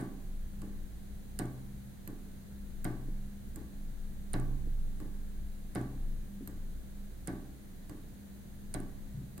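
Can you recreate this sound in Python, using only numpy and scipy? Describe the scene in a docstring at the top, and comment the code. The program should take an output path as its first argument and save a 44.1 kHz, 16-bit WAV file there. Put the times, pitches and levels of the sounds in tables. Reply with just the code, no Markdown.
"""A model tower clock made of plastic parts beats slowly, close by in a quiet room.
From the start there is a low rumble, a faint hum and hiss, and the frame rings from a heavy beat.
In each heavy beat a tooth of the wheel snaps off its catch (the pallet), the wheel drops against
the frame, and a loose part bounces back. About 0.7 s later comes the return beat, a light tick.
The two keep taking turns, and from about 3 s on a few soft bumps fall between them."""
import sys
import numpy as np
from scipy import signal
from scipy.fft import rfft, irfft, next_fast_len
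from scipy.io import wavfile
from scipy.ndimage import map_coordinates

SR = 44100
rng = np.random.default_rng(int(sys.argv[2]) if len(sys.argv) > 2 else 0)


def digitize_waveform(pressure):
    """Quantize a signal to 16-bit integers and store it at the path in sys.argv[1].

    Rows of a 2-D input are taken as channels; values are limited to [-1, 1].
    """
    field = np.atleast_2d(pressure).T
    bounded = np.clip(field, -1, 1)
    quanta = np.round(bounded * 32767).astype(np.int16)
    wavfile.write(sys.argv[1], SR, quanta)


N = 414540

# The room's deep rumble: pitch_hz, level_db
RUMBLE_SPECTRUM = [(10, -25), (19, -8.5), (24.5, 12), (29, -8.5), (38, -16), (55, -24), (90, -80)]
# How the rumble slowly rises and falls: time_s, level_db
RUMBLE_SWELLS = [(0, -45.5), (0.75, -37.5), (1.15, -44.5), (2.35, -52), (2.7, -40.5), (3.4, -42.5),
                 (4.75, -34.5), (5.1, -41), (6.9, -42), (7.95, -54.5), (9.05, -41.5), (9.4, -51)]
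# The low drone: pitch_hz, level_db
DRONE_SPECTRUM = [(35, -38), (49, -22), (57, 4.5), (66, -8), (90, -37), (150, -73)]
# The soft rush of room air: pitch_hz, level_db
AIR_SPECTRUM = [(40, -8), (80, 0), (130, -1.5), (190, -1.5), (250, -7), (320, -10.5), (450, -16.5),
                (700, -21.5), (1200, -33), (2500, -44.5), (6000, -57)]
# How alike the air sounds left and right (1 = the same): pitch_hz, likeness
AIR_LIKENESS = [(60, 0.39), (170, 0.54), (350, 0.14), (800, 0.066)]
# The hiss: pitch_hz, level_db
HISS_SPECTRUM = [(500, -8), (1250, 1.5), (1650, 6.5), (2100, 2), (2600, -2), (3300, -1), (4000, 1.5),
                 (4700, -2.5), (5450, -6.5), (6500, 0.5), (7400, -2.5), (9500, 0), (12500, -0.5),
                 (16000, -1)]
# Soft bumps between the beats: start_s, level_db, pitch_hz, fade_s
SOFT_BUMPS = [(3.085, -55, 300, 0.04), (4.672, -54.5, 300, 0.028), (6.408, -47, 268, 0.096),
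              (9.141, -42, 140.7, 0.5), (9.2, -56.5, 280, 0.16)]
# The tones in one bump: pitch_ratio, level_db
BUMP_TONES = [(.86, 0), (1, 1.5), (1.2, -6.5), (1.42, -10.5)]
# The ringing of case and room: pitch_hz, level_db
RING_SPECTRUM = [(85, -25), (130, -9), (200, 1), (330, 7), (450, -7.5), (620, -18), (760, -9), (950, -15),
                 (1150, -8.5), (1350, -19.5), (1570, -6), (2150, -19), (2450, -26.5), (9000, -37)]
# How long that ringing lasts: pitch_hz, fade_s
RING_FADES = [(120, 0.96), (300, 0.71), (700, 0.76), (1700, 0.4), (3000, 0.45), (9000, 0.42)]
# How alike it sounds left and right: pitch_hz, likeness
RING_LIKENESS = [(300, 0.9), (700, 0.84), (1300, 0.097), (3000, 0.052)]
# The natural tones of the frame and its base: pitch_hz, heavy_beat_db, return_beat_db, fade_s
FRAME_TONES = [(120.8, -36, -47.5, 0.48), (179.7, -36, -55, 0.39), (241.2, -46, -60, 0.68),
               (267.3, -42.5, -55, 0.88), (278.4, -43, -53, 0.42), (305.3, -42.5, -51, 0.6),
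               (329.6, -39, -51, 0.25), (356.3, -42.5, -58, 0.42), (399, -47.5, -63, 0.57),
               (428, -68, -60.5, 0.71), (486, -58.5, -66.5, 0.54), (508, -63.5, -66, 0.56),
               (576, -73, -68.5, 0.75), (598, -51, -65, 0.56), (691, -48.5, -72, 0.25),
               (695, -48, -63, 0.3), (724, -47.5, -76, 0.21), (781, -59, -78, 0.86), (827, -55, -62, 0.32),
               (871, -56.5, -71, 0.44), (1049, -64.5, -71, 0.86), (1128, -60.5, -70, 0.75),
               (1168, -64, -76, 0.71), (1143, -52.5, -65, 0.45), (1531, -49, -76, 0.36),
               (1595, -61, -86, 0.58), (1615, -69, -78, 0.13), (1673, -54, -81, 0.27),
               (1770, -64, -83, 0.37), (2206, -63, -85, 0.48)]
# The tones of wheel and pallets: pitch_hz, width_hz, heavy_beat_db, return_beat_db
PALLET_TONES = [(1460, 390, -8.5, -8), (3070, 390, -18.5, -11), (4020, 200, -21, -10),
                (5070, 640, -16.5, -11), (6600, 240, -9.5, -5), (7580, 360, -8, -0.5), (8200, 260, -1.5, 0),
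                (9080, 330, 4, -2), (9650, 320, -5, -4), (10700, 480, -8.5, -8)]
# The sharp edge of a click: pitch_hz, width_hz, level_db
SNAP_TONES = [(12340, 860, 3), (14350, 980, -5)]
# The frame's short answer to a return beat: pitch_hz, width_hz, level_db
TAP_TONES = [(300, 68, 5), (700, 250, -11), (1100, 130, -11)]
# Short tones as the wheel lands: pitch_hz, width_hz, level_db
LANDING_TONES = [(248, 104, 18), (780, 150, 5.5), (1424, 110, 3.5), (2225, 137, 0), (2700, 250, -13),
                 (4020, 340, -4.5), (4760, 430, -9.5), (8100, 350, -16), (9600, 1300, -23)]
# The light ticks: start_s, click_db, snap_db (added to click_db), knock_db
RETURN_BEATS = [(0.618, -56, -9, -50), (2.0756, -51.5, 6, -48.5), (3.559, -50, -3, -49.5),
                (5.002, -59.5, -4, -49), (6.4748, -51.5, 6, -51.5), (7.8954, -55, -7, -49),
                (9.3786, -53, -3, -51)]
# The heavy beats: start_s, click_db, snap_db (as above), knock_db, boom_db, bounce_delay_s, bounce_db
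HEAVY_BEATS = [(-0.035, -33, -8, -37, -52, 0.046, -54.5), (1.3895, -37.5, -11, -39, -38, 0.066, -59),
               (2.844, -41, -7.4, -39, -38.5, 0.070, -63), (4.3325, -39.5, -13, -38, -34.5, 0.066, -52),
               (5.7497, -43, -16, -37, -38.5, 0.063, -58), (7.2732, -42, -21, -40.5, -55, 0.056, -63),
               (8.7402, -39, -16.5, -41, -49.5, 0.062, -54.5)]

T = np.arange(SR) / SR  # the second that follows a blow
DROP_S = 0.007  # from a tooth letting go to the wheel landing
BOOM_HZ, BOOM_FADE_S, BOOM_RISE_S = 128.3, 1.8, 0.041  # every fade time is for a fall of 60 dB
FIRM_BOOM_DB = -47  # the boom of an ordinary firm landing
HARDNESS_PER_DB, BASE_PER_DB = 0.11, 0.22  # extra dB in the upper and lowest tones per dB of boom
DRONE_DB, DRONE_SWELL_SHARE = -52, 0.65
FLUTTER_DB, FLUTTER_PER_S = 1.5, 7  # quick random wavering of rumble and drone


def amp(db):
    """Turn decibels into a number to multiply by."""
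    return 10 ** (np.asarray(db) / 20)


def normalize(x, span_s=None):
    """Scale x to an average (rms) level of 1, overall or over its first span_s."""
    head = x if span_s is None else x[..., :int(span_s * SR)]
    return x / np.sqrt(np.mean(head ** 2) + 1e-20)


def look_up(table, hz):
    """Read a table's value at any pitch, gliding between its rows."""
    pitches, values = np.transpose(table)
    return np.interp(np.log(hz + 1), np.log(pitches), values)


def filtered(x, response):
    """Multiply each frequency in x by response(hz)."""
    size = x.shape[-1]
    padded = next_fast_len(size + 8192)
    hz = np.fft.rfftfreq(padded, 1 / SR)
    return irfft(rfft(x, padded) * response(hz), padded)[..., :size]


def noise(spectrum, likeness, size=N):
    """Stereo noise, mixed from a part both sides share and a part that sets them apart."""
    def response(hz):
        angle = np.arccos(np.clip(look_up(likeness, hz), -1, 1)) / 2
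        return amp(look_up(spectrum, hz)) * np.array([np.cos(angle), np.sin(angle)])
    mid, side = filtered(rng.standard_normal((2, size)), response)
    return normalize(np.array([mid + side, mid - side]))


def wobble(per_s):
    """A smooth curve through per_s random points each second."""
    points = rng.standard_normal(int(N * per_s / SR) + 4)
    return map_coordinates(points, [np.arange(N) * per_s / SR])


def pan(right_db):
    """Left and right gains that make the right side louder by right_db."""
    return amp([[-right_db / 2], [right_db / 2]])


def add(track, start_s, sound):
    """Mix a sound in at start_s, cutting off what falls outside the track."""
    start = round(start_s * SR)
    part = sound[..., max(-start, 0):N - start]
    track[:, max(start, 0):max(start, 0) + part.shape[-1]] += part


def resonate(x, tones):
    """Let x set tones ringing; the wider a tone, the sooner it dies."""
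    def response(hz):
        return sum((-1) ** k * amp(db) * 1j * hz * width / (pitch ** 2 - hz ** 2 + 1j * hz * width)
                   for k, (pitch, width, db) in enumerate(tones))
    return normalize(filtered(x, response), span_s=.005)


def room_background():
    """A swelling rumble, a drone that swells with it, a wavering hum, room air and steady hiss."""
    t = np.arange(N) / SR
    swell_db = np.interp(t, *np.transpose(RUMBLE_SWELLS))
    drone_db = DRONE_DB + DRONE_SWELL_SHARE * (swell_db - swell_db.mean())
    rumble_gain = amp(swell_db + FLUTTER_DB * wobble(FLUTTER_PER_S))
    rumble = rumble_gain * noise(RUMBLE_SPECTRUM, likeness=[(30, .92)])
    drone_gain = amp(drone_db + FLUTTER_DB * wobble(FLUTTER_PER_S))
    drone = drone_gain * noise(DRONE_SPECTRUM, likeness=[(60, 0.72)])
    hum_gain = amp(-56 + 2.8 * wobble(7.7)) * np.sqrt(2)
    hum = hum_gain * np.sin(2 * np.pi * 200.5 * t + 0.39 * wobble(6))
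    air = amp(-52) * noise(AIR_SPECTRUM, AIR_LIKENESS)
    hiss = amp(-62) * noise(HISS_SPECTRUM, likeness=[(1000, 0.0074)]) * pan(0.76)
    return rumble + drone + hum + air + hiss


def soft_bumps():
    """Dull knocks with no click: a few close tones that die away quickly."""
    out = np.zeros((2, N))
    rise = 1 - np.exp(-T / 0.0084)
    for start_s, level_db, hz, fade_s in SOFT_BUMPS:
        tones = sum(amp(db) * np.sin(2 * np.pi * hz * ratio * T) for ratio, db in BUMP_TONES)
        thud = normalize(tones * rise * amp(-60 * T / fade_s), span_s=0.073)
        add(out, start_s, amp(level_db) * thud)
    return out


def dense_ring():
    """Countless small tones and wall echoes blur together; the high ones die first."""
    hz, t, bands = signal.stft(noise(RING_SPECTRUM, RING_LIKENESS, size=SR), SR, nperseg=512)
    fade = amp(-60 * t / look_up(RING_FADES, hz)[:, None])
    tail = signal.istft(bands * fade, SR, nperseg=512)[1][:, :SR]
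    placed = filtered(tail, lambda f: pan(3) ** np.clip(f / 1200, 0, 1))  # highs lean right
    return normalize(placed, span_s=.1)


def frame_knock(levels_db, case, hard_db, case_db, room_db):
    """A blow rings the frame's tones, a little differently each time, along with case and room."""
    hz, _, _, fade_s = np.transpose(FRAME_TONES)
    order = np.arange(len(hz))
    gains = amp(levels_db + 0.88 * rng.standard_normal(len(hz))) * (-1) ** order
    # short waves reach left and right out of step
    phase = np.clip(hz / 1500, 0, 1) ** 2 * 0.92 * (-1) ** (order // 2)
    fading_waves = np.exp((2j * np.pi * hz - np.log(1000) / fade_s)[:, None] * T)
    tones = np.imag((gains * np.exp(1j * np.array([phase, -phase]))) @ fading_waves)
    ring = normalize(tones, span_s=0.13) + amp(case_db) * case + amp(room_db) * dense_ring()
    # a harder landing puts more into the upper tones
    ring = filtered(ring, lambda f: amp(hard_db * np.clip(f / 350 - 1, 0, 1)))
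    rise = 1 - np.exp(-T / 0.00039)
    return normalize(ring * rise, span_s=0.11)


def contact(fade_s, room_db, push):
    """Two parts meet: a sudden push, a brief scrape, then faint echoes."""
    scrape = normalize(rng.standard_normal(SR) + 1.17 * rng.standard_normal((2, SR)))
    echoes = amp(room_db - 60 * T / .25) * (1 - np.exp(-T / .005))
    return push * (T == 0) + scrape * (amp(-60 * T / fade_s) + echoes)


def click(force, tones):
    """A contact rings wheel and pallet; they sit to the right, so the left hears them later."""
    delay_s = np.array([[.00004], [0]])
    ring = resonate(force, tones)
    return filtered(ring, lambda hz: np.exp(-2j * np.pi * hz * delay_s)) * pan(8.4)


def snap(fade_s):
    """The brief, very bright edge of a hard contact."""
    edge = resonate(contact(fade_s, room_db=-30, push=4.2), SNAP_TONES)
    return filtered(edge, lambda hz: 1 / (1 + (10500 / (hz + 1)) ** 12)) * pan(5)  # highs only


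def return_beats(case):
    """The light tick: one sharp contact that barely shakes the frame."""
    out = np.zeros((2, N))
    pallet = [(hz, width, db) for hz, width, _, db in PALLET_TONES]
    frame_db = np.array(FRAME_TONES)[:, 2]
    rise = 1 - np.exp(-T / 0.0021)
    for start_s, click_db, snap_db, knock_db in RETURN_BEATS:
        touch = contact(fade_s=0.013, room_db=-23, push=3.4)
        tick = click(touch, pallet) + amp(snap_db) * snap(fade_s=.008)
        add(out, start_s, amp(click_db) * tick)
        ring = frame_knock(frame_db, case, hard_db=-2, case_db=-5, room_db=-13.5) * rise
        add(out, start_s, amp(knock_db) * (ring + resonate(touch, TAP_TONES)))
    return out


def heavy_beats(case):
    """A tooth clicks free, the wheel lands on the other pallet with a boom, and a loose part bounces."""
    out = np.zeros((2, N))
    pallet = [(hz, width, db) for hz, width, db, _ in PALLET_TONES]
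    boom_shape = amp(-60 * T / BOOM_FADE_S) * (1 - np.exp(-T / BOOM_RISE_S))
    boom = -np.sin(2 * np.pi * BOOM_HZ * T) * boom_shape * np.clip(8 * (1 - T), 0, 1)
    for start_s, click_db, snap_db, knock_db, boom_db, bounce_delay_s, bounce_db in HEAVY_BEATS:
        # the tooth drags over the pallet's edge for a moment, then lets go
        drag = contact(fade_s=0.024, room_db=-21, push=1) * np.where(T < .003, 1, amp(-5))
        release = click(drag, pallet) + amp(snap_db) * snap(fade_s=.014)
        add(out, start_s, amp(click_db) * release)
        # a beat that booms lands harder and also shakes the base's lowest tone more
        force_db = boom_db - FIRM_BOOM_DB
        hard_db = HARDNESS_PER_DB * force_db
        frame_db = np.array([db + (hz < 150) * BASE_PER_DB * force_db for hz, db, _, _ in FRAME_TONES])
        landing = resonate(contact(fade_s=0.023, room_db=-15, push=8.8), LANDING_TONES) * pan(1.2)
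        blow = amp(2.5) * landing + frame_knock(frame_db, case, hard_db, case_db=-6, room_db=-13)
        add(out, start_s + DROP_S, amp(knock_db) * blow + amp(boom_db) * boom)
        bounce = click(contact(fade_s=0.013, room_db=-32, push=5), pallet)
        add(out, start_s + bounce_delay_s, amp(bounce_db) * bounce)
    return out


def scene():
    """The clock in its room; both kinds of beat shake the same case."""
    case = dense_ring()
    return heavy_beats(case) + return_beats(case) + soft_bumps() + room_background()


def record(dry):
    """Cut away the very highest treble."""
    return filtered(dry, lambda hz: hz < 15900)


dry = scene()
out = record(dry)
digitize_waveform(out)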